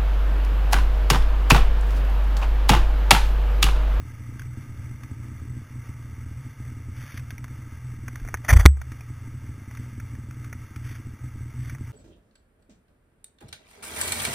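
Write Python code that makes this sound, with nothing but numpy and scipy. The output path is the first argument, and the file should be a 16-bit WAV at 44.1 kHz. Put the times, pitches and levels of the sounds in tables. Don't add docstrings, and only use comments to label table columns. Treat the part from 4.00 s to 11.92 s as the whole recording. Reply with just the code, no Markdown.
import sys
import numpy as np
from scipy import signal
from scipy.fft import rfft, irfft, next_fast_len
from scipy.io import wavfile
from scipy.ndimage import uniform_filter1d, map_coordinates

SR = 44100
rng = np.random.default_rng(int(sys.argv[2]) if len(sys.argv) > 2 else 0)


def ratio_of_db(decibels):
    return 10 ** (np.asarray(decibels, float) / 20)


def generate_wav(sig):
    pcm = np.round(np.clip(np.atleast_2d(sig).T, -1, 1) * 32767).astype(np.int16)
    wavfile.write(sys.argv[1], SR, pcm)


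N = 349255
T = np.arange(N) / SR


def noise():
    return rng.standard_normal(N)


def unit(x):
    return x / np.sqrt(np.mean(x ** 2) + 1e-20)


def wobble(rate):
    knots = rng.standard_normal(int(N * rate / SR) + 4)
    return map_coordinates(knots, [T * rate])


def coloured(x, points):
    m = 2 * next_fast_len(x.shape[-1] // 2 + SR // 4)
    hz, gain_db = np.transpose(points)
    db = np.interp(np.log(np.fft.rfftfreq(m, 1 / SR) + 1), np.log(hz + 1), gain_db)
    cepstrum = irfft(np.log(ratio_of_db(db) + 1e-7), m)
    cepstrum[1:m // 2] *= 2
    cepstrum[m // 2 + 1:] = 0
    response = np.exp(rfft(cepstrum))
    return irfft(rfft(x, m) * response, m)[..., :x.shape[-1]]


def firings(hz, drift, scatter_db):
    turns = np.cumsum(hz * (1 + drift * wobble(5))) / SR + 1
    charge_db = scatter_db * np.clip(noise(), -3, 1.3)
    return np.diff(np.floor(turns), prepend=0) * ratio_of_db(charge_db)


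def exhaust(pulses, level_db, pipe):
    return coloured(pulses * ratio_of_db(level_db), pipe) / np.std(coloured(pulses, pipe))


def blow(pulses, pipe):
    response = coloured(signal.unit_impulse(SR // 2), pipe)
    return coloured(pulses, pipe) / np.abs(response).max()


# time in seconds, level in dB.
FOUR_STROKE_LOAD = [(0, -37), (.3, -40.5), (.8, -38), (1.1, -43.5), (1.35, -37), (1.6, -39.5), (2, -42.5),
                    (2.25, -36), (2.6, -41.5), (3, -38.5), (3.5, -42), (3.88, -37.5), (4.2, -38.5),
                    (5, -42.5), (5.3, -40.5), (6.2, -43), (7.2, -38.5), (7.92, -41.5)]
# middle in seconds, length in seconds, depth in dB.
STUMBLES = [(0.638, 0.075, 8), (1.073, 0.038, 8), (1.652, 0.097, 13), (1.842, 0.051, 8), (2.42, .04, 9),
            (2.543, .07, 10), (3.098, 0.1, 9.5), (5.62, 0.13, 24), (6.08, 0.029, 21), (6.7, 0.096, 18),
            (7.015, 0.052, 13), (7.165, 0.074, 17), (7.524, 0.065, 4), (7.77, 0.043, 8)]


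def engines():
    lull_db = sum(depth_db * np.exp(-(2 * (T - s) / length) ** 4) for s, length, depth_db in STUMBLES)
    near_db = -39 + 1.7 * wobble(14) - lull_db
    load_s, load_db = np.transpose(FOUR_STROKE_LOAD)
    far_db = np.interp(T, load_s, load_db) + 1.4 * wobble(12) - 1.1 * lull_db
    bark_db = -52 + 1.1 * wobble(2.874) - 0.11 * lull_db
    two_hz = 60 * (1 - .006 * lull_db + .02 * np.tanh(wobble(13)))
    two = firings(two_hz, drift=.008, scatter_db=2.7)
    four = firings(41, drift=.02, scatter_db=2.5)
    hard = hard_firings(two)
    return boom(two, four, hard, near_db, far_db) + bark(two, four, hard, bark_db) + clatter(two, four)


# time in seconds, peak level in dB.
POPS = [(0.286, -37), (0.563, -30.5), (1.049, -38), (1.115, -34.5), (1.423, -38), (1.897, -33), (2.47, -37),
        (2.601, -35.5), (2.882, -34.5), (3.148, -35.5), (3.326, -36), (3.506, -38.5), (3.584, -37.5),
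        (4.327, -40), (4.404, -42), (4.491, -31), (4.914, -35), (5.106, -35), (5.214, -43), (5.281, -36),
        (5.342, -38.5), (5.796, -36), (6.034, -38), (6.549, -36), (6.631, -42), (6.99, -38.5), (7.241, -36),
        (7.814, -29)]
# first and last time in seconds, peak level in dB.
RUNS = [(0.055, 0.206, -41.5), (0.322, .45, -40.5), (.697, 0.843, -42), (.906, 0.949, -37),
        (1.205, 1.307, -36), (1.505, 1.614, -38.5), (1.7, 1.792, -39.5), (2.047, 2.306, -41.5),
        (2.715, 2.767, -37.5), (2.991, 3.029, -41.5), (3.388, 3.441, -39.5), (3.676, 3.778, -43),
        (3.943, 4.128, -40), (4.207, 4.26, -39), (5.444, 5.496, -37), (5.576, 5.675, -38.5),
        (5.921, 5.972, -38), (6.132, 6.29, -39.5), (6.366, 6.47, -39.5), (6.711, 6.909, -39.5),
        (7.074, 7.135, -38), (7.349, 7.461, -40.5), (7.534, 7.583, -41), (7.618, 7.719, -40.5)]


def hard_firings(pulses):
    hard, at = np.zeros(N), np.flatnonzero(pulses)
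    pops = list(POPS)
    gap_s = .047
    for first, last, db in RUNS:
        for s in np.linspace(first, last, round((last - first) / gap_s) + 1):
            pops.append((s, db + 1.7 * rng.standard_normal()))
    for s, db in pops:
        nearest = at[np.argmin(np.abs(at - s * SR))]
        hard[nearest] = -ratio_of_db(min(db, -32))
    return hard


# frequency in Hz, gain in dB.
TWO_STROKE_PIPE = [(20, -34.5), (45, -31), (70, -6), (100, -4), (120, -4.5), (137, 6.5), (157, -30.5),
                   (400, -76), (2000, -120)]
# frequency in Hz, gain in dB.
FOUR_STROKE_MUFFLER = [(20, -10), (43, -21), (65, -2.5), (82, -4.5), (100, 3.5), (125, -22.5), (160, -18.5),
                       (400, -55), (2000, -120)]
# frequency in Hz, density in dB per Hz.
SEAT_SHUDDER = [(15, 2), (32, -0.5), (45, -8), (70, -30), (200, -80)]


def boom(two, four, hard, near_db, far_db):
    steady = exhaust(two, near_db, TWO_STROKE_PIPE) + exhaust(four, far_db - 3.5, FOUR_STROKE_MUFFLER)
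    pops = ratio_of_db(2.5) * blow(hard, FOUR_STROKE_MUFFLER) + ratio_of_db(-5) * blow(hard, TWO_STROKE_PIPE)
    shudder = ratio_of_db(-64.5 + 2.1 * wobble(10)) * unit(coloured(noise(), SEAT_SHUDDER))
    return steady - pops + shudder


# frequency in Hz, gain in dB.
UPPER_PIPE = [(100, -56.5), (160, -30), (195, -4.5), (228, -7), (248, -0.5), (265, -5.5), (285, -8.5),
              (310, -5.5), (330, -12), (360, -19), (409, -19), (520, -39.5), (900, -44), (20000, -120)]


def bark(two, four, hard, bark_db):
    burst = ratio_of_db(-60 * T[:900] / 0.053)
    jets = np.convolve(two + .5 * four, burst)[:N] * noise()
    steady = exhaust(two, bark_db - 10, UPPER_PIPE) + exhaust(jets, bark_db - 2.5, UPPER_PIPE)
    return steady - ratio_of_db(-2.5) * blow(hard, UPPER_PIPE)


# frequency in Hz, density in dB per Hz.
METAL_MODES = [(450, -6), (772, -13), (910, -4), (997, -12.5), (1270, 0.5), (1450, -9), (1600, -2),
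               (1790, -8), (2090, -0.5), (2300, -6.5), (2560, -16.5), (2740, -9), (3050, -19), (3600, -13)]


def clatter(two, four):
    puff = uniform_filter1d(two + four, size=300)
    rattle = noise() * (1 + 0.17 * unit(puff)) * ratio_of_db(0.95 * wobble(15))
    modes = [(200, -34), *METAL_MODES, (4050, -35.5), (20000, -120)]
    return ratio_of_db(-54 - 0.24 * T) * unit(coloured(rattle, modes))


# start in seconds, length in seconds, rms level in dB, squeak share from 0 to 1.
SCRAPES = [
    (4.481, 0.04, -12.5, 0.7),
    (4.525, 0.02, -17, 0.55),
    (4.561, 0.017, -21.5, 0.56),
    (4.587, 0.031, -23.5, 0.57),
    (4.466, 0.23, -38, 0.19),
    (4.435, 0.039, -40.5, 0.37),
    (4.6539, 0.0095, -6.5, 0),
    (4.663, 0.009, -27, 0),
]
# middle in seconds, frequency in Hz, level in dB, width in seconds.
PUSHES = [(4.243, 38, -27, .02), (4.348, 80, -23, .005), (4.514, 50, -15, .009), (4.5328, 76, -.5, .0047),
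          (4.551, 52, -13, .007), (4.567, 62, .5, .0056), (4.6005, 64, -5.5, .006), (4.623, 55, -14, .008),
          (4.642, 45, -21, .005), (4.6596, 150, 8, .0013), (4.6615, 2170, 5.5, .001)]
# start in seconds, frequency in Hz, level in dB,
# 60 dB decay in seconds, rise in seconds.
SLAM = [
    (4.654, 70, 0, .22, .003),
    (4.6542, 84, 10.5, .045, .007),
    (4.654, 69, -17, .6, .003),
    (4.66, 221, -26, .1, .002),
]
# frequency in Hz, density in dB per Hz.
DRAG = [(180, -44), (300, -24), (620, -4), (722, -7), (1190, -5), (1910, -3.5), (2590, -28.5), (3470, -11),
        (4000, -36), (5200, -68), (8800, -120)]
# frequency in Hz, density in dB per Hz.
SHELL_THUD = [(60, -37), (130, -3), (200, 0), (300, -13.5), (500, -16), (2000, -92.5)]


def visor():
    rubbing = noise() * ratio_of_db(1.6 * wobble(400))
    broad = unit(coloured(rubbing, DRAG))
    squeak = unit(coloured(rubbing, [(300, -38.5), (1500, -5.5), (1950, 3.0), (2350, -7.5),
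                                     (2900, -28.5), (20000, -78.5)]))
    thud = unit(coloured(noise(), SHELL_THUD))
    out = ratio_of_db(-32) * np.sin(np.pi * np.clip((T - 4.49) / 0.12, 0, 1)) * thud
    for s, length, db, share in SCRAPES:
        stroke = np.sin(np.pi * np.clip((T - s) / length, 0, 1) ** 1.01)
        out += ratio_of_db(db) * stroke * (share * squeak + (1 - share) * broad)
    for s, hz, db, width in PUSHES:
        out += ratio_of_db(db) * np.sin(2 * np.pi * hz * (T - s)) * np.exp(-.5 * ((T - s) / width) ** 2)
    for s, hz, db, t60, rise in SLAM:
        t = np.maximum(T - s, 0)
        out -= ratio_of_db(db - 60 * t / t60) * np.sin(2 * np.pi * hz * t) * (1 - np.exp(-t / rise))
    return out


# time in seconds, peak level in dB, ring in Hz,
# weight in dB (heavy contacts are duller).
TICKS = [(0.395, -29, 1630, -6), (0.419, -33, 1480, -9), (1.034, -32.5, 1650, -7), (3.175, -28, 2160, 2),
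         (3.195, -35, 2130, 2), (3.306, -27.5, 2180, 1), (3.38, -32, 2230, 3), (3.442, -32, 2130, 4),
         (3.481, -38, 1690, 7), (4.081, -26.5, 1310, 7.5), (4.157, -28.5, 1340, 3.5),
         (4.249, -36, 1300, 26), (4.276, -32, 2210, 13), (4.287, -28, 1500, 11), (4.342, -12, 1500, 13.5),
         (4.372, -35.5, 2170, 3), (4.448, -26.5, 1780, 9), (4.688, -35, 2000, 4), (4.77, -40, 1220, 19),
         (4.816, -28, 1550, 5), (4.919, -31, 1870, 3), (5.008, -35, 2400, 7), (5.711, -35, 2110, 9),
         (5.75, -34.5, 1300, -6), (5.772, -35, 2040, 6), (6, -33, 1380, 8), (6.528, -28.5, 1340, 12),
         (6.761, -31.5, 1270, -7.5), (7.696, -29.5, 2240, 3.5), (7.749, -33.5, 2240, 11)]
# time in seconds, peak level in
# dB, ring in Hz.
FAINT_TICKS = [
    (4.199, -40, 1610),
    (6.152, -38.5, 1545),
    (6.31, -36.5, 1260),
    (6.444, -36.5, 1360),
    (7.784, -40, 1290),
]


def ticks():
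    out, t = np.zeros(N + SR), T[:2000]
    faint = [(*row, 3) for row in FAINT_TICKS]
    for s, db, hz, weight_db in [*TICKS, *faint]:
        low_db = -20 + 0.71 * weight_db
        high_db = min(-20 - 1.4 * weight_db, -19)
        crack = rng.standard_normal(len(t)) * ratio_of_db(-60 * t / .026) * (1 - np.exp(-t / .001))
        crack[40] = 3
        shell = [(120, low_db - 25.0), (480, low_db + 1.5), (900, min(low_db + 4.5, -5)), (1150, -6.5),
                 (hz + 1, 0), (2400, -7), (2900, high_db + 4.5), (3700, high_db + 7.5),
                 (4200, -34), (20000, -90)]
        tick = coloured(crack, sorted(shell))
        start = round((s - .001) * SR)
        out[start:start + len(t)] += ratio_of_db(db - 1.5) * tick / np.abs(tick).max()
    return out[:N]


# start in seconds, full contact in seconds, lift in seconds, level in dB.
STROKES = [
    (2.94, 3.023, 3.16, -49.5),
    (5.68, 5.72, 6, -61.5),
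    (6.81, 6.868, 6.95, -50),
    (7.54, 7.663, 7.7, -53.5),
]
# frequency in Hz, density in dB per Hz.
CLOTH = [(260, -50), (500, -11.5), (780, -16), (1100, -10), (1600, -3), (2200, -3), (2700, -12),
         (3620, -10), (4000, -33), (8800, -120)]


def rustle():
    level = np.zeros(N)
    for start, full, lift, db in STROKES:
        contact = np.interp(T, [start, full, lift, lift + .05], [0, 1, 1, 0])
        level += ratio_of_db(db) * contact ** 0.74
    grains = noise() * ratio_of_db(1.6 * wobble(300))
    return level * unit(coloured(grains, CLOTH))


def scene():
    since = np.maximum(T - SLAM[0][0], 0)
    duck = ratio_of_db(-16 * (1 - np.exp(-since / 0.0098)) * np.exp(-(since / 0.11) ** 2))
    hiss = ratio_of_db(-70.5) * noise()
    background = duck * (engines() + rustle() + hiss)
    return np.tile(background + ticks() + visor(), (2, 1))


def roll_off(x):
    return signal.sosfilt(signal.butter(12, 16100, fs=SR, output="sos"), x)


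# frequency in Hz, gain in dB.
TREBLE_TOP = [(100, 0), (8000, 0), (13000, 1.5), (15200, 1.5), (15500, -12), (15800, -30), (15850, -60),
              (16300, -60)]
# frequency in Hz, gain in dB.
SIDE_NOISE = [(100, -30), (500, 0), (1500, -12), (3200, 0), (3700, -25), (4400, -25), (4800, -3),
              (6000, -20), (20000, -40)]


def record(dry):
    slow = np.clip(signal.resample_poly(dry, 80, 441, axis=1), -1, 1)
    held = signal.resample_poly(np.repeat(slow, 6, axis=1), 147, 160, axis=1)[:, :N]
    last_overload = T[np.abs(held[0]) > .98].max(initial=0)
    since = T - last_overload + 0.0099
    recovery = .09 * np.exp(-np.abs(since) / 0.0073) - 0.063 * since * (since < .17)
    offset = (since > 0) * recovery
    side = offset * (1 + .15 * held[0]) + ratio_of_db(-97) * unit(coloured(noise(), SIDE_NOISE))
    mix = np.clip(coloured(held, TREBLE_TOP) + [side, -side], -1, 1)
    return roll_off(mix)


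dry = scene()
out = record(dry)
generate_wav(out)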